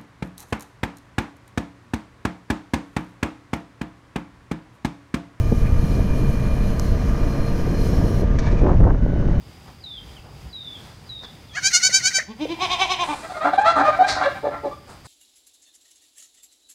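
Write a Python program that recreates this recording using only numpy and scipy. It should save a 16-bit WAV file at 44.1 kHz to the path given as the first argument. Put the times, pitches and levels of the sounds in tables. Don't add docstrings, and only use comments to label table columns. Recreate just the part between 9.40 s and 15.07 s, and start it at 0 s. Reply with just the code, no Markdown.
import sys
import numpy as np
from scipy import signal
from scipy.fft import rfft, irfft
from scipy.io import wavfile
from scipy.ndimage import uniform_filter1d

SR = 44100
rng = np.random.default_rng(int(sys.argv[2]) if len(sys.argv) > 2 else 0)


def unload_audio(sound):
    columns = np.transpose(np.atleast_2d(sound))
    steps = np.round(np.clip(columns, -1, 1) * 32767)
    wavfile.write(sys.argv[1], SR, steps.astype(np.int16))


N = 250047
TIME = np.arange(N) / SR
EDGE_HZ = 15850

# centre_s, relative_db, pitch_hz, bend_share, glide_share
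KID_THROBS = [(2.174, -27, 742, -0.067, 0.088), (2.264, -12.5, 770, 0.039, 0.029),
              (2.358, -11, 708, 0.061, 0.015), (2.455, -10.5, 752, 0.011, 0.02),
              (2.556, -10, 768.5, 0.015, 0.014), (2.664, -13.5, 753, 0.041, 0.039),
              (2.764, -14.5, 765, 0.035, 0.00082)]


def gain_of(db):
    return 10 ** (np.asarray(db) / 20)


def unit_rms(x):
    return x / np.sqrt(np.mean(x ** 2) + 1e-20)


def value_at(points, hz):
    point_hz, value = np.transpose(points)
    return np.interp(np.log(hz + 1), np.log(point_hz + 1), value)


def add(mix, start_s, sound):
    part = mix[max(round(start_s * SR), 0):][:len(sound)]
    part += sound[:len(part)]


def band(x, low_hz, high_hz):
    hz = np.fft.rfftfreq(len(x), 1 / SR) + 0.0014
    return irfft(rfft(x) / np.sqrt((1 + (low_hz / hz) ** 8) * (1 + (hz / high_hz) ** 8)), len(x))


def wander(size, rate_hz):
    return unit_rms(band(rng.standard_normal(size), rate_hz / 20, rate_hz))


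def resonate(x, spectrum, size=2048):
    log_gain = np.log(gain_of(value_at(spectrum, abs(np.fft.fftfreq(size, 1 / SR)))))
    taps = np.fft.ifft(np.exp(np.conj(signal.hilbert(log_gain)))).real
    return signal.oaconvolve(x, taps[:size // 2])[:len(x)]


def shelf(x, corner_hz, db):
    low = band(x, 0, corner_hz)
    return low + gain_of(db) * (x - low)


def air():
    # frequency_hz, density_db
    spectrum = [(15, -30), (25, -21.5), (126, -2.5), (324, -12.5), (672, -17.5), (769, -14), (857, -17),
                (1780, -23.5), (2090, -21.5), (2660, -23), (3580, -23.5), (4100, -28.5), (4950, -22),
                (5370, -28.5), (15800, -40)]
    stir = unit_rms(resonate(rng.standard_normal(N), spectrum, size=16384))
    return gain_of(-48) * stir * gain_of(1.9 * wander(N, 3.9))


def insects():
    # frequency_hz, gain_db
    spectrum = [(4000, -37.5), (4700, -1), (5050, -3), (5400, -30)]
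    return gain_of(-64) * unit_rms(resonate(rng.standard_normal(N), spectrum))


def wind():
    # time_s, buffet_relative_db, rumble_relative_db
    gusts = [(0.0, -61, -43), (0.41, -81, -47), (0.6, -46, -51), (1.03, -47, -41), (1.07, -39, -39),
             (1.14, -61, -50), (1.61, -61, -45), (2.34, -58, -48.5), (2.37, -79, -63), (3.32, -53, -46),
             (4.01, -65, -50), (4.53, -65, -37), (4.64, -68, -49), (4.74, -58, -38), (4.81, -72, -45.5),
             (5.37, -58, -44.5), (5.43, -59, -50), (5.67, -51, -49)]
    time_s, buffet_db, rumble_db = np.transpose(gusts)
    buffet = unit_rms(band(rng.standard_normal(N), 52, 62))
    rumble = unit_rms(band(rng.standard_normal(N), 57, 133.5))
    buffet *= gain_of(np.interp(TIME, time_s, buffet_db) + 0.5)
    rumble *= gain_of(np.interp(TIME, time_s, rumble_db) - 2.5)
    return buffet + rumble


def rustles():
    # peak_s, rise_s, decay_s, level_db, treble_db, fizz_db
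    movements = [(.29, 0.017, 0.011, -44, -12, -5), (0.859, 0.017, 0.072, -47, -24, 0),
                 (1.461, 0.088, 0.2, -51.5, -2.5, 17), (1.85, 0.024, 0.0071, -40, -5.5, -8),
                 (3.73, 0.32, 0.21, -39, -5.5, 26), (4.697, 0.019, 0.038, -22, 11, 4),
                 (5.508, 0.028, 0.045, -42, -12, 26), (5.66, 0.013, 0.028, -43.5, -5, 26)]
    # frequency_hz, gain_db
    spectrum = [(300, -2), (1100, 1), (2200, -4.5), (3100, -17.5), (4000, -2), (4900, -6), (6300, -12.5),
                (8500, -21), (11000, -37.5), (15000, -61.5)]
    out = np.zeros(N)
    t = np.arange(-4096, 12288) / SR
    grains = resonate(rng.standard_normal(N) * gain_of(2.0 * wander(N, 600)), spectrum)
    for peak_s, rise_s, decay_s, db, treble_db, fizz_db in movements:
        swell = np.exp(-(np.minimum(t, 0) / rise_s) ** 2 - np.maximum(t, 0) / decay_s)
        swish = np.roll(grains, rng.integers(N))[:len(t)]
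        swish = shelf(shelf(swish, 1300, treble_db), 8350, fizz_db)
        add(out, peak_s + t[0], gain_of(db) * unit_rms(swish) * swell)
    return out


def bird():
    # start_s, length_s, relative_db, from_hz, to_hz
    whistles = [(0.438, 0.16, -35, 4096, 3305), (0.764, 0.038, -44, 3300, 2790),
                (1.128, 0.25, -35.5, 4093, 3382), (1.69, .18, -36, 4083, 3556),
                (2.093, 0.1, -44.5, 3560, 3130)]
    swoop_s, flick_s = .04, 0.0338
    swoop_db, fade_db = -18, -6
    out = np.zeros(N)
    for start_s, length_s, db, from_hz, to_hz in whistles:
        t = np.arange(-swoop_s, length_s, 1 / SR)
        progress = np.clip(t / length_s, 0, 1)
        swoop = np.sqrt(np.clip(-t / swoop_s, 0, 1))
        flick = np.clip(1 - (length_s - t) / flick_s, 0, 1)
        hz = from_hz + (to_hz - from_hz) * np.sqrt(progress)
        hz *= 1 + .24 * swoop - 0.073 * flick
        hz *= 1 + 0.0084 * wander(len(t), 97)
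        gate = np.clip((t + swoop_s) / 0.009, 0, 1) * np.clip((length_s - t) / 0.0053, 0, 1)
        level_db = db + swoop_db * np.clip(1 - t / 0.0034, 0, 1) + fade_db * progress
        level_db += 2.35 * wander(len(t), 42)
        tone = np.sqrt(2) * np.sin(2 * np.pi * np.cumsum(hz) / SR)
        add(out, start_s + t[0], gate * gain_of(level_db) * tone)
    return out


def folds(hz, rough, jitter, jitter_hz, closure_rad=.12):
    rough = np.clip(rough, 0, 1)
    cycles = np.cumsum(hz * (1 + jitter * np.sqrt(rough) * wander(len(hz), jitter_hz))) / SR
    phase = 2 * np.pi * cycles
    orders = range(1, int(EDGE_HZ / hz.min()) + 1)
    pulses = sum(np.cos(k * phase - closure_rad * k * k) * (k * hz < EDGE_HZ) for k in orders)
    puffs = (0.16 + np.exp(-(cycles % 1) / 0.094)) * rng.standard_normal(len(hz))
    buzz = shelf(unit_rms(pulses), 9800, db=-3.5)
    rasp = shelf(unit_rms(puffs), 6900, db=20)
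    return (1 - rough) * buzz + rough * rasp, phase


def quaver(t, centre_s, pitch_hz, bend, glide, sag_ratio, bend_s):
    nearest = abs(t - centre_s[:, None]).argmin(0)
    offset = (t - centre_s[nearest]) / bend_s
    flank = np.clip(offset, -1, 1)
    curve = 1 + bend[nearest] * flank ** 2 + glide[nearest] * flank
    sag = 1 + (sag_ratio - 1) * np.clip(abs(offset) - 1, 0, 1)
    return uniform_filter1d(pitch_hz[nearest] * curve * sag, size=300)


def bleat(throbs, throat, width_s, bend_s, sag_ratio, slack_db, slack_rough,
          corner_hz, jitter, shimmer_db, closure_rad=.12):
    centre_s, mouth_db, nose_db, treble_db, pitch_hz, bend, glide, rough = np.broadcast_arrays(*throbs)
    t = np.arange(round((centre_s[0] - .1) * SR), round((centre_s[-1] + .13) * SR)) / SR
    hz = quaver(t, centre_s, pitch_hz, bend, glide, sag_ratio, bend_s)
    offset = (t - centre_s[:, None]) / width_s
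    push = np.exp(-abs(offset) ** 2.33)
    slack = gain_of(slack_db) * np.exp(-((offset - .45) / 2.02) ** 2)
    slack_share = slack.sum(0) / (push.sum(0) + slack.sum(0) + 1e-9)
    roughness = np.interp(t, centre_s, rough) + slack_rough * slack_share ** 2
    source, phase = folds(hz, roughness, jitter, jitter_hz=300, closure_rad=closure_rad)
    opening = np.clip(push.sum(0), 0, 1)
    narrowed = resonate(source, np.multiply(throat, [.92, 1]))
    voice = opening * resonate(source, throat) + (1 - opening) * narrowed
    voice = shelf(voice, corner_hz, np.interp(t, centre_s, treble_db) - 4 * slack_share)
    voice /= np.sqrt(abs(uniform_filter1d(voice ** 2, size=1500)) + 1e-12)
    voice *= gain_of(shimmer_db * wander(len(t), 66))
    hum = np.sqrt(2) * (np.sin(phase) + 0.3 * np.sin(2 * phase))
    out = np.zeros(N)
    add(out, t[0], voice * (gain_of(mouth_db) @ (push + slack)) + hum * (gain_of(nose_db) @ push))
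    return out


def kid():
    # frequency_hz, gain_db
    throat = [(700, -59), (1100, -20), (1480, 1), (2200, 1), (2900, -5), (3750, -14), (4550, 1.5),
              (5300, -7), (6100, -1), (6900, 0), (7700, -14), (9600, -21.5), (11000, -31), (15500, -40.5)]
    full_effort_db, nose_db = -9.5, -40.5
    centre_s, db, hz, bend, glide = np.transpose(KID_THROBS)
    effort_db = db - full_effort_db
    treble_db = 10.5 + 0.97 * effort_db
    rough = .1 * np.maximum(1 - gain_of(effort_db), 0)
    throbs = (centre_s, db, nose_db, treble_db, hz, bend, glide, rough)
    return bleat(throbs, throat, width_s=.023, bend_s=.021, sag_ratio=.92, slack_db=-15, slack_rough=.36,
                 corner_hz=3100, jitter=0.049, shimmer_db=1.45, closure_rad=.22)


def kid_squeals():
    # start_s, length_s, level_db, from_hz, to_hz
    cracks = [(2.164, 0.037, -24, 1735, 1560), (2.781, 0.03, -22.5, 1967, 1755)]
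    after_throbs = [(throb[0] + .037, 0.031, -33.5, 2130, 1860) for throb in KID_THROBS[1:]]
    out = np.zeros(N)
    for start_s, length_s, db, from_hz, to_hz in cracks + after_throbs:
        progress = np.linspace(0, 1, round(length_s * SR))
        hz = np.interp(progress, [0, 1], [from_hz, to_hz]) * (1 + 0.081 * wander(len(progress), 610))
        tone = np.sqrt(2) * np.sin(2 * np.pi * np.cumsum(hz) / SR)
        add(out, start_s, gain_of(db) * np.sin(np.pi * progress) * tone)
    return out


def pops():
    # start_s, level_db, pitch_hz
    events = [(2.492, -37, 580), (2.784, -30.5, 618), (3.054, -23, 510)]
    rise_s = 0.0017
    out, t = np.zeros(N), np.arange(2000) / SR
    envelope = 2 * t / rise_s * np.exp(1 - t / rise_s)
    for start_s, db, hz in events:
        add(out, start_s, gain_of(db) * envelope * np.sin(2 * np.pi * hz * t))
    return out


def goat():
    # centre_s, relative_db, pitch_hz, opening_share, treble_db
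    reply = [(2.908, -30, 219.5, 0.17, -12), (3.028, -19, 309.4, 0.22, -3), (3.118, -21, 341.3, 0.27, -2.5),
             (3.23, -17, 374.7, 0.87, -7.5), (3.326, -18, 368, 0.98, -3.5), (3.423, -16, 383.4, 1, -5),
             (3.521, -18, 374.8, 0.95, -3.5), (3.617, -19, 355.7, 0.9, -8.5), (3.711, -18, 300.2, 0.7, -31)]
    # frequency_hz, gain_db
    throat = [(300, -15), (600, -15), (780, 0.5), (1100, -2), (1350, -25.5), (1500, -7), (1850, -16),
              (2280, 0.5), (2550, -2.5), (2900, 1), (3700, 1), (4300, -11.5), (6000, -13.5), (7200, -26),
              (14000, -56)]
    rough_shut, rough_open, bend = .04, 0.19, -.045
    centre_s, db, hz, opening, treble_db = np.transpose(reply)
    opening = np.clip(opening, .01, .99)
    mouth_db, nose_db = db + 20 * np.log10(opening), db + 20 * np.log10(1 - opening)
    rough = rough_shut + (rough_open - rough_shut) * opening
    glide = .016 * np.gradient(hz, centre_s) / hz
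    throbs = (centre_s, mouth_db, nose_db, treble_db, hz, bend, glide, rough)
    return bleat(throbs, throat, width_s=0.024, bend_s=.023, sag_ratio=.8, slack_db=-11.5,
                 slack_rough=0.68, corner_hz=1380, jitter=0.021, shimmer_db=1.65)


def fowl_note(length_s, db, pitch_hz, rough, overtones_db, shrill_db, arch=.03, glide=0):
    # frequency_hz, gain_db
    formants = [(120, -30.5), (280, -1), (420, -7), (600, 0.5), (780, 2.5), (1000, -1.5), (1280, -2.5),
                (1600, -8), (2100, -13.5), (2900, -21.5), (3800, -20), (5000, -33), (8000, -44.5),
                (14000, -75)]
    progress = np.linspace(0, 1, round(length_s * SR))
    offset = 2 * np.minimum(np.arange(8192) / len(progress), 1) - 1
    hz = pitch_hz * (1 - arch * offset ** 2 + glide * offset)
    source, phase = folds(hz, rough, jitter=0.062, jitter_hz=430)
    source *= 1 + 0.21 * rough * np.cos(phase / 2)
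    source *= gain_of(1.52 * wander(len(source), 120))
    throat = np.array(formants, float)
    throat[:, 1] += 3 * rng.standard_normal(len(throat)) * (throat[:, 0] > 1500)
    voice = shelf(resonate(source, throat), 735, overtones_db)
    voice = shelf(voice, 1500, shrill_db)[:len(progress)]
    return gain_of(db) * unit_rms(voice) * abs(np.sin(np.pi * progress)) ** 0.59


def chatter(count=20):
    from_s, to_s, length_s = 3.83, 4.95, 0.048
    out = np.zeros(N)
    for progress, (late, loud, high) in zip(np.linspace(0, 1, count), rng.standard_normal((count, 3))):
        start_s = from_s + progress * (to_s - from_s) + .006 * late
        db = -26 - 7 * (2 * progress - 1) ** 2 + 1.3 * loud
        hz = 683.3 * (1 + .1 * high)
        add(out, start_s, fowl_note(length_s, db, hz, rough=0.39, overtones_db=2, shrill_db=-0.5))
    return out


def hen_whines():
    # start_s, length_s, level_db, pitch_hz, glide_share, overtones_db
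    whines = [(3.934, 0.053, -31, 714, -0.014, 15), (4.002, 0.071, -22, 661, 0.055, 11.5),
              (4.244, 0.0808, -13, 673.7, 0.042, 16.5), (4.444, 0.067, -16, 617, .005, 11.5),
              (4.522, 0.041, -24.5, 774, -.03, 34), (4.628, 0.034, -17.5, 801.5, 0.015, 16),
              (4.827, 0.041, -18, 570.4, -0.0315, 16)]
    out = np.zeros(N)
    for start_s, length_s, db, hz, glide, overtones_db in whines:
        add(out, start_s, fowl_note(length_s, db, hz, rough=0.23, overtones_db=overtones_db,
                                    shrill_db=-6.5, arch=0.0542, glide=glide))
    return out


def turkey_gobble():
    # start_s, length_s, level_db, pitch_hz
    yelps = [(4.132, 0.013, -11.5, 751), (4.177, 0.025, -8, 790), (4.205, 0.069, -19.5, 848),
             (4.419, .046, -16, 798), (4.48, 0.025, -15, 605), (4.588, .049, -8.5, 745.4),
             (4.666, .075, -22.5, 793), (4.849, 0.042, -16, 564.4), (5.311, 0.027, -30, 1160)]
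    # start_s, length_s, level_db, pitch_hz
    rattles = [(4.044, 0.048, -11.5, 719), (4.353, .04, -15, 626), (4.385, .04, -12.5, 764),
               (4.748, 0.051, -23.5, 756), (4.802, .05, -17.5, 748.7), (5.106, 0.085, -30.5, 680)]
    buzz_hz, buzz_db = 292.4, -11.5
    out = np.zeros(N)
    for start_s, length_s, db, hz in yelps:
        add(out, start_s, fowl_note(length_s, db, hz, rough=.13, overtones_db=-7.5,
                                    shrill_db=-6.5, arch=.015, glide=0.013))
    for start_s, length_s, db, hz in rattles:
        add(out, start_s, fowl_note(length_s, db, hz, rough=0.56, overtones_db=12.5, shrill_db=-14.5))
        buzz = fowl_note(1.3 * length_s, db + buzz_db, buzz_hz, rough=0.066, overtones_db=-3, shrill_db=-8)
        add(out, start_s, buzz)
    return out


def hen_clucks():
    # start_s, length_s, level_db, pitch_hz
    clucks = [(5.036, .064, -21, 580), (5.238, .053, -23.5, 570.4)]
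    out = np.zeros(N)
    for start_s, length_s, db, hz in clucks:
        upper = fowl_note(length_s, db, hz, rough=0.41, overtones_db=-22, shrill_db=4.5, glide=-.04)
        lower = fowl_note(length_s, db - 3.5, hz * .755, rough=0.37, overtones_db=-37,
                          shrill_db=6, glide=-0.033)
        add(out, start_s, upper)
        add(out, start_s - .007, lower)
    return out


def walls(x):
    t = np.arange(1500) / SR
    taps = rng.standard_normal(len(t)) * (rng.random(len(t)) < .15) * np.exp(-t / 0.008)
    early = signal.oaconvolve(band(x, 1034, EDGE_HZ), taps / np.linalg.norm(taps))[:N]
    return shelf(x, 1100, db=-4) + gain_of(-3) * early


def yard(x, wet_db):
    # frequency_hz, t60_s
    decay_times = [(150, 0.77), (700, 0.26), (2000, 0.59), (5000, 0.51), (12000, 0.083)]
    echoes_per_s, gap_s, ground_delay_s = 2000, .006, .0021
    taps = rng.standard_normal(SR) * (rng.random(SR) < echoes_per_s / SR) * (np.arange(SR) > gap_s * SR)
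    hz, t, spectra = signal.stft(taps, SR, nperseg=256)
    decay = gain_of(-60 * t / value_at(decay_times, hz)[:, None])
    tail = signal.istft(spectra * decay, SR, nperseg=256)[1]
    echoes = signal.fftconvolve(x, tail / np.linalg.norm(tail))[:N]
    bounce = np.interp(TIME - ground_delay_s, TIME, x)
    return x + 0.035 * bounce + gain_of(wet_db) * echoes


def scene():
    young = kid() * gain_of(-3.5) + kid_squeals()
    old = goat() * gain_of(-2.5)
    near = yard(young, wet_db=-23) + yard(walls(old), wet_db=-13)
    fowl = chatter() + hen_whines() + turkey_gobble() + hen_clucks()
    far = yard(walls(fowl) + pops() + rustles(), wet_db=-11)
    far += yard(bird() * gain_of(-2.5), wet_db=-9)
    return (near + far + air() + insects() + wind())[None]


def record(dry):
    low_pass = signal.firwin(511, EDGE_HZ, window=("kaiser", 9), fs=SR)
    return signal.oaconvolve(dry, low_pass[None], "same")


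dry = scene()
out = record(dry)
unload_audio(out)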